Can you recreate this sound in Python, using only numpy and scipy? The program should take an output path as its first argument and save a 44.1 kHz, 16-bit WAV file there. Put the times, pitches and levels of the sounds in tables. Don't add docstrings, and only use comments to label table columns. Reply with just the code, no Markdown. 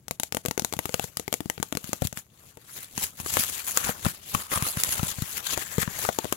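import sys
import numpy as np
from scipy import signal
from scipy.fft import rfft, irfft
from scipy.io import wavfile
from scipy.ndimage import uniform_filter1d

SR = 44100
rng = np.random.default_rng(int(sys.argv[2]) if len(sys.argv) > 2 else 0)


def waveform_to_disk(signal):
    frames = np.transpose(np.atleast_2d(signal))
    scaled = np.clip(frames, -1, 1) * 32767
    samples = np.round(scaled).astype(np.int16)
    wavfile.write(sys.argv[1], SR, samples)


N = 280872


def gain_of(db):
    return 10 ** (np.asarray(db) / 20)


def evened(x):
    return x / np.sqrt(np.mean(x ** 2) + 1e-20)


def read(points, hz):
    f, value = np.transpose(points)
    return np.interp(np.log(hz + 1), np.log(f + 1), value)


def over_time(points, t):
    return np.interp(t, *np.transpose(points))


def add(mix, s, sound):
    part = mix[:, round(s * SR):][:, :sound.shape[1]]
    part += sound[:, :part.shape[1]]


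# frequency in Hz, likeness from 0 to 1.
PORT_LIKENESS = [(100, 1), (700, .9), (2000, 0.34), (5000, 0.17)]


def pair(a, b):
    same = np.clip(read(PORT_LIKENESS, np.fft.rfftfreq(len(a), 1 / SR)), 0, 1)
    right = same * rfft(a) + np.sqrt(1 - same ** 2) * rfft(b)
    return np.array([a, irfft(right, len(a))])


def noise(colour, patchy_db):
    hz = np.fft.rfftfreq(512, 1 / SR)
    a, b, c, d, patches = rng.standard_normal((N // 128 + 5, 257, 5)).T
    patches = uniform_filter1d(patches, size=12, axis=0)
    patches = evened(uniform_filter1d(patches, size=9, axis=1))
    spectra = np.array([a + 1j * b, c + 1j * d])
    spectra = spectra * gain_of(read(colour, hz)[:, None] + patchy_db * patches)
    ports = signal.istft(spectra, nperseg=512, noverlap=384)[1][:, :N]
    return evened(pair(*ports))


BLOW_LENGTH = 4096
CHANCES = 72 + 2 * BLOW_LENGTH


def card_ring(modes_hz, decay, manner, ring_hz, chance):
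    t = np.arange(BLOW_LENGTH) / SR
    loose, spread_db, lead, scatter_s = manner
    spot, detune, other = chance[:72].reshape(3, 24, 1)[:, :len(modes_hz) + 1]
    hz = np.append(ring_hz, modes_hz * (1 + loose * detune[1:, 0]))[:, None]
    share = np.append(lead, 1 + 0.7 * np.tanh(spot[1:]))[:, None]
    distance_db = spread_db * np.log2(hz / ring_hz) ** 2
    fade = share * gain_of(-distance_db - 60 * t / read(decay, hz))
    turn = 2 * np.pi * hz * t
    left = (fade * np.sin(turn)).sum(0)
    unlike = (fade * np.sin(turn + .5 * other)).sum(0) * (1 - np.exp(-t / 0.0032))
    contacts = 0.7 * (abs(chance[72:584]) > 2.3) * np.exp(-t[:512] / scatter_s)
    contacts[0] = 1
    return signal.oaconvolve(pair(left, unlike), contacts[None], axes=1)[:, :BLOW_LENGTH]


def card_flex(flex_hz, detune):
    t = np.arange(BLOW_LENGTH) / SR
    flex = np.sin(2 * np.pi * flex_hz * t * [[1], [1 + 0.29 * detune]])
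    return flex * gain_of(-60 * t * flex_hz / 2.98) * (1 - np.exp(-t / 0.0015))


def contact_tick(scatter_s, grit):
    t = np.arange(BLOW_LENGTH) / SR
    rustle = 0.01 / (1 + np.exp((t - .05) / 0.0027))
    burst = (1 - np.exp(-t / 0.00031)) * gain_of(-60 * t / (0.0018 + 1.15 * scatter_s))
    burst = burst + 0.35 * gain_of(-60 * t / 0.015)
    b, a = signal.butter(2, 3300, "high", fs=SR)
    return pair(*signal.lfilter(b, a, grit.reshape(2, -1) * (burst + rustle)))


def blow(modes_hz, decay, manner, sign, ring_db, flex_db, tick_db, flex_hz, ring_hz, chance):
    ring = card_ring(modes_hz, decay, manner, ring_hz, chance)
    flex = card_flex(flex_hz, chance[71])
    tick = contact_tick(manner[3], chance[72:])
    parts = (ring_db, sign * ring), (flex_db, sign * flex * [[1], [.9]]), (tick_db, tick)
    return sum(gain_of(level_db) * part / abs(part[0]).max() for level_db, part in parts)


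# start in seconds, ring level in dB,
# flex level in dB, nail tick level in dB, frequency of the lead mode in Hz.
FINGER_TAPS = [(0.0822, -22.5, -36, -19.5, 807), (0.1101, -14.5, -23.5, -11, 678),
               (0.1987, -15.5, -24.5, -13, 872), (0.2335, -14.5, -35, -9, 839),
               (0.3237, -16, -25, -15, 829), (0.3473, -14, -21, -12.5, 538), (0.3697, -10, -26, -9.5, 882),
               (0.4517, -15, -30, -16, 430), (0.4599, -13, -35, -10.5, 490),
               (0.4841, -17, -13.5, -14.5, 527), (0.511, -11, -34, -12, 900),
               (0.5775, -10.5, -43, -12.5, 400), (0.5957, -11.5, -28, -9, 850),
               (0.6209, -23, -18.5, -20, 500), (0.6474, -10.5, -28, -5, 930), (0.7258, -16, -38, -18, 419),
               (0.7372, -14.5, -29, -14, 839), (0.7668, -30, -21, -25, 500), (0.7907, -8, -23, -8, 915),
               (0.8557, -13, -23, -12, 380), (0.8932, -17, -26, -20, 495), (0.9423, -7.5, -17.5, -8.5, 516),
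               (0.9961, -10, -27, -14, 775), (1.0416, -19.5, -20, -15.5, 462),
               (1.1708, -17, -26, -11, 1230), (1.197, -17.5, -31, -11.5, 470),
               (1.2796, -13.5, -25, -17.5, 400), (1.3272, -11, -24, -8.5, 600),
               (1.3401, -11.5, -48, -8.5, 480), (1.4055, -15, -25, -17, 300), (1.4578, -24, -17, -25, 300),
               (1.4995, -8.5, -43, -10, 904), (1.579, -20.5, -24, -27, 450),
               (1.6001, -23.5, -17.5, -25.5, 300), (1.6283, -8.5, -40, -9, 893),
               (1.7255, -11.5, -45, -16, 280), (1.7516, -18.5, -20, -20, 279),
               (1.7717, -13, -21, -12.5, 460), (1.8424, -25.5, -23, -19.5, 1200),
               (1.8918, -31, -22.5, -24, 300), (1.9314, -10.5, -22.5, -10, 570),
               (2.1273, -22, -24, -23.5, 590), (2.1734, -18, -25, -17.5, 1744)]
# frequency in Hz, time to fall 60 dB in seconds.
DISC_DECAY = [(250, 0.034), (900, 0.016), (4500, 0.0055)]
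DISC_MODES = [300, 480, 670, 860, 1190, 1480, 1950, 2180, 2800, 3300, 4200]
# looseness of the modes' pitch as a fraction, loss in dB one octave
# time constant of later contacts in seconds.
DISC_MANNER = (.04, 1.1, 1.7, .00035)
DISC_FLEX_HZ = 185


def finger_taps():
    out = np.zeros((2, N))
    chances = rng.standard_normal((len(FINGER_TAPS), CHANCES))
    for (s, *levels_db, ring_hz), chance in zip(FINGER_TAPS, chances):
        flex_hz = DISC_FLEX_HZ * (1 + 0.25 * np.tanh(chance[0]))
        add(out, s, blow(DISC_MODES, DISC_DECAY, DISC_MANNER, 1, *levels_db, flex_hz, ring_hz, chance))
    return out


# start in seconds, ring level in dB, flex level in dB,
# tick level in dB, flex frequency in Hz, frequency around which the blow rings most in Hz.
STACK_KNOCKS = [(2.021, -9.5, -7, -18, 135, 549), (2.0498, -28, -9, -24, 120, 600),
                (2.0714, -28.5, -38, -8, 75.0, 2250), (2.5718, -30, -36, -35, 151.0, 480),
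                (2.9781, -17, -19, -14, 190, 968), (3.2, -25.5, -26, -20.5, 160, 1160),
                (3.2614, -18.5, -25, -20, 352, 1130), (3.3702, -3.5, -22, -13, 133, 1248),
                (3.7733, -7, -30, -4, 480, 1400), (3.871, -21, -30, -19, 97.0, 780),
                (3.8925, -11, -16, -20, 208, 750), (4.0492, -17.0, -14.5, -13, 100, 1050),
                (4.0551, -12, -31, -19, 167, 1450), (4.064, -11, -4.5, -21, 146, 1030),
                (4.3478, -10, -11, -11.5, 151.0, 1120), (4.5179, -17.5, -53, -38, 388.0, 1800),
                (4.5255, -17, -50, -28, 300, 1210), (4.5345, -14, -50, -28, 300, 1200),
                (4.5612, -18, -19.5, -28, 86.0, 1200), (4.574, -16, -27, -21, 97.0, 1150),
                (4.6241, -15.5, -10.5, -15, 128, 1010), (4.6673, -16.5, -40, -17, 75.0, 1250),
                (4.7709, -19.5, -13, -18, 122, 1470), (4.8356, -16, -37.0, -4.5, 334.0, 2020),
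                (4.9948, -15.0, -14, -30, 98, 1370), (5.0304, -22, -7.5, -16.5, 138, 830),
                (5.1847, -27, -15.5, -34, 105, 1230), (5.2215, -27, -9.5, -14.5, 123, 1560),
                (5.5758, -11.5, -30, -9.5, 86.0, 839), (5.7821, -10, -5.5, -16, 153, 460),
                (5.829, -12.5, -19, -29, 170, 1340), (5.877, -16.5, -12, -39, 152, 980),
                (6.05, -13, -29, -15, 242.0, 1400), (6.0896, -6, -27, -20, 420, 720),
                (6.1876, -8.5, -17, -10.5, 430, 900), (6.2444, -17, -24, -22, 168, 581),
                (6.2535, -17, -20, -30, 380, 600), (6.325, -9, -14, -6.5, 370, 1100)]
# frequency in Hz, time to fall 60 dB in seconds.
STACK_DECAY = [(250, 0.058), (900, 0.019), (4500, 0.0069)]
STACK_MODES = np.geomspace(240, 4500, 23)
STACK_MANNER = (.062, 4.2, 2.8, .0035)
TURNED_FROM_S, TURNED_UNTIL_S = 2.3, 5.7


def stack_knocks():
    out = np.zeros((2, N))
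    chances = rng.standard_normal((len(STACK_KNOCKS), CHANCES))
    for (s, *row), chance in zip(STACK_KNOCKS, chances):
        sign = -1 if TURNED_FROM_S < s < TURNED_UNTIL_S else 1
        add(out, s, blow(STACK_MODES, STACK_DECAY, STACK_MANNER, sign, *row, chance))
    return out


# peak in seconds, level in dB, seconds to swell 20 dB,
# seconds to fade 20 dB.
SLIDE_STROKES = [(1.05, -38.4, 0.5, 0.08), (1.87, -39.9, 0.12, 0.26), (2.052, -31.0, 0.05, 0.02),
                 (2.181, -35.5, 0.04, 0.04), (2.49, -51.1, 0.3, 0.06), (2.771, -37.5, 0.089, 0.04),
                 (2.836, -35.5, 0.2, 0.04), (3.034, -25.0, 0.095, 0.062), (3.205, -35.6, 0.053, 0.029),
                 (3.276, -33.2, 0.072, 0.501), (3.403, -20.2, 0.127, 0.062), (3.5, -30.5, 0.169, 0.461),
                 (3.677, -23.3, 0.021, 0.09), (3.768, -25.7, 0.038, 0.089), (3.885, -29.5, 0.298, 0.092),
                 (4.076, -30.5, 0.104, 0.095), (4.359, -30.7, 0.143, 0.147), (4.521, -26.3, 0.022, 0.182),
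                 (4.675, -27.4, 0.11, 0.097), (4.802, -27.3, 0.061, 0.027), (4.838, -30.7, 0.013, 0.307),
                 (4.926, -27.3, 0.142, 0.168), (5.091, -26.5, 0.107, 0.065), (5.38, -31.5, 0.526, 0.045),
                 (5.463, -29.0, 0.025, 0.03), (5.543, -26, 0.14, 0.019), (5.599, -30.8, 0.099, 0.143),
                 (5.718, -33.4, 0.081, 0.077), (5.821, -23.4, 0.074, 0.044), (5.907, -37.6, 0.081, 0.6),
                 (6.039, -29.4, 0.219, 0.143), (6.251, -42.8, 0.6, 0.432)]
# time in seconds, level in dB.
GRIP_CREEP = [(0, -70), (1.1, -54), (1.85, -53), (2.1, -75), (2.9, -62), (4.5, -58), (6.37, -52)]
# peak in seconds, level in dB,
# seconds from the peak to 1/e on either side.
EDGE_SCUFFS = [(3.038, -30, 0.008), (3.396, -20, 0.0032), (3.4375, -28, 0.0008), (5.38, -32, 0.0036),
               (5.47, -26, 0.0036)]
# frequency in Hz, relative level in dB.
HISS_COLOUR = [(300, -15.5), (1000, -8.5), (3500, -6), (16000, 3)]
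# frequency in Hz, relative level in dB.
BODY_COLOUR = [(40, 22), (130, 12), (300, 3.5), (1250, 3), (2500, -2), (4500, -0.5), (9000, -9)]
# time in seconds, level in dB over the hiss when sliding is at -40 dB.
BODY_LEVEL = [(2.4, -5), (3.7, -4.5), (3.9, -1.5), (5.3, -1.5), (5.6, 0.5), (5.72, -4.5), (6.3, 0)]
BODY_LAG = .22


def sliding():
    t = np.arange(N) / SR
    power = gain_of(over_time(GRIP_CREEP, t)) ** 2
    for at, db, swell, fade in SLIDE_STROKES:
        drop_db = 20 * np.maximum((at - t) / swell, (t - at) / fade)
        power = power + gain_of(db - drop_db) ** 2
    lag_db = BODY_LAG * (10 * np.log10(power) + 40) * (t > TURNED_FROM_S)
    body_db = over_time(BODY_LEVEL, t) - lag_db
    level = np.sqrt(power)
    for at, db, length in EDGE_SCUFFS:
        level = level + gain_of(db) * np.exp(-((t - at) / length) ** 2)
    strength = gain_of(4.2 * np.minimum(rng.exponential(1, N), 3))
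    catches = strength * (rng.random(N) < 500 / SR)
    grain = evened(1 + .6 * signal.lfilter([1], [1, -np.exp(-1 / (.0006 * SR))], catches))
    judder = gain_of(1.65 * evened(uniform_filter1d(rng.standard_normal(N), size=500)))
    hiss = grain * noise(HISS_COLOUR, patchy_db=2.5)
    body = gain_of(body_db) * np.sqrt(grain) * noise(BODY_COLOUR, patchy_db=3.5)
    return judder * (level * (hiss + body) + hollow_gaps(level))


# start in seconds, end in seconds,
# resonance in Hz, width in Hz, level in dB over the sliding level.
HOLLOW_GAPS = [(3.781, 3.926, 1370, 400, -7), (4.35, 4.7, 1180, 198, -6), (5.481, 6.07, 1790, 220, -10)]


def hollow_gaps(level):
    out = np.zeros((2, N))
    for start, end, hz, width, db in HOLLOW_GAPS:
        n = round((end - start) * SR)
        rasp = rng.standard_normal((2, n))
        rasp = rasp * gain_of(4.0 * evened(uniform_filter1d(rng.standard_normal(n), size=120)))
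        tone = signal.lfilter(*signal.iirpeak(hz, hz / width, SR), pair(*rasp))
        add(out, start, gain_of(db) * evened(tone) * signal.windows.tukey(n, .5))
    return level * out


# frequency in Hz, time to fall 60 dB in seconds.
ROOM_DECAY = [(300, 0.14), (10000, 0.11)]
ROOM_DB = -21


def room(x):
    taps = np.zeros((2, SR // 4))
    slots = np.arange(260, SR // 4 - 20, 20)
    at = slots + rng.integers(0, 20, (2, len(slots)))
    np.put_along_axis(taps, at, rng.choice([-1., 1.], (2, len(slots))), 1)
    hz, t, z = signal.stft(taps, SR, nperseg=128)
    fade = gain_of(-60 * t / read(ROOM_DECAY, hz)[:, None])
    tail = signal.istft(z * fade, SR, nperseg=128)[1]
    tail = gain_of(ROOM_DB) * tail / np.linalg.norm(tail[0])
    return signal.fftconvolve(x[None], tail, axes=1)[:, :N]


# frequency in Hz, relative density in dB per Hz.
AIR_COLOUR = [(18, -36), (30, 3), (93, 6.5), (1190, -29), (12600, -45), (16000, -29)]
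AIR_DB = -54.5


def air():
    return gain_of(AIR_DB) * noise(AIR_COLOUR, patchy_db=-1.0)


# time in seconds, extra shading of the far microphone in dB.
FAR_SHADE = [(.3, 8), (1.6, 10), (2.3, 6), (3.0, 3), (3.6, 7), (4.8, 1), (5.2, 7.5)]
FAR_DELAY_S = 0.0002947


def scene():
    near = finger_taps() + stack_knocks() + sliding()
    delay = np.exp(-2j * np.pi * np.fft.rfftfreq(N, 1 / SR) * FAR_DELAY_S)
    near[1] = irfft(rfft(near[1]) * delay, N)
    near[1] /= gain_of(over_time(FAR_SHADE, np.arange(N) / SR))
    return near + room(near[0]) + air()


# frequency in Hz, gain in dB.
NEAR_MIC_COLOUR = [(30, -18.5), (80, -6), (3000, 6.5), (5300, 2.5), (7000, 9.5), (9200, -1), (12500, 4),
                   (16000, -4.5)]
# frequency in Hz, gain in dB.
FAR_MIC_COLOUR = [(30, -21), (80, -8.5), (600, -5), (2500, -3), (6300, -9), (8500, 1), (10500, 11),
                  (12400, 4.5), (13800, -3), (16000, 2)]
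BAND_LIMIT_HZ = 15900


def record(dry):
    hz = abs(np.fft.fftfreq(8192, 1 / SR))
    log_gain = np.log(gain_of([read(NEAR_MIC_COLOUR, hz), read(FAR_MIC_COLOUR, hz)]))
    spectrum = np.exp(np.conj(signal.hilbert(log_gain)))
    colour = np.fft.ifft(spectrum).real[:, :4096]
    heard = signal.oaconvolve(dry, colour, axes=1)[:, :N]
    edge = signal.firwin(511, BAND_LIMIT_HZ, window=("kaiser", 11), fs=SR)
    return signal.oaconvolve(np.clip(heard, -1, 1), edge[None], "same")


dry = scene()
out = record(dry)
waveform_to_disk(out)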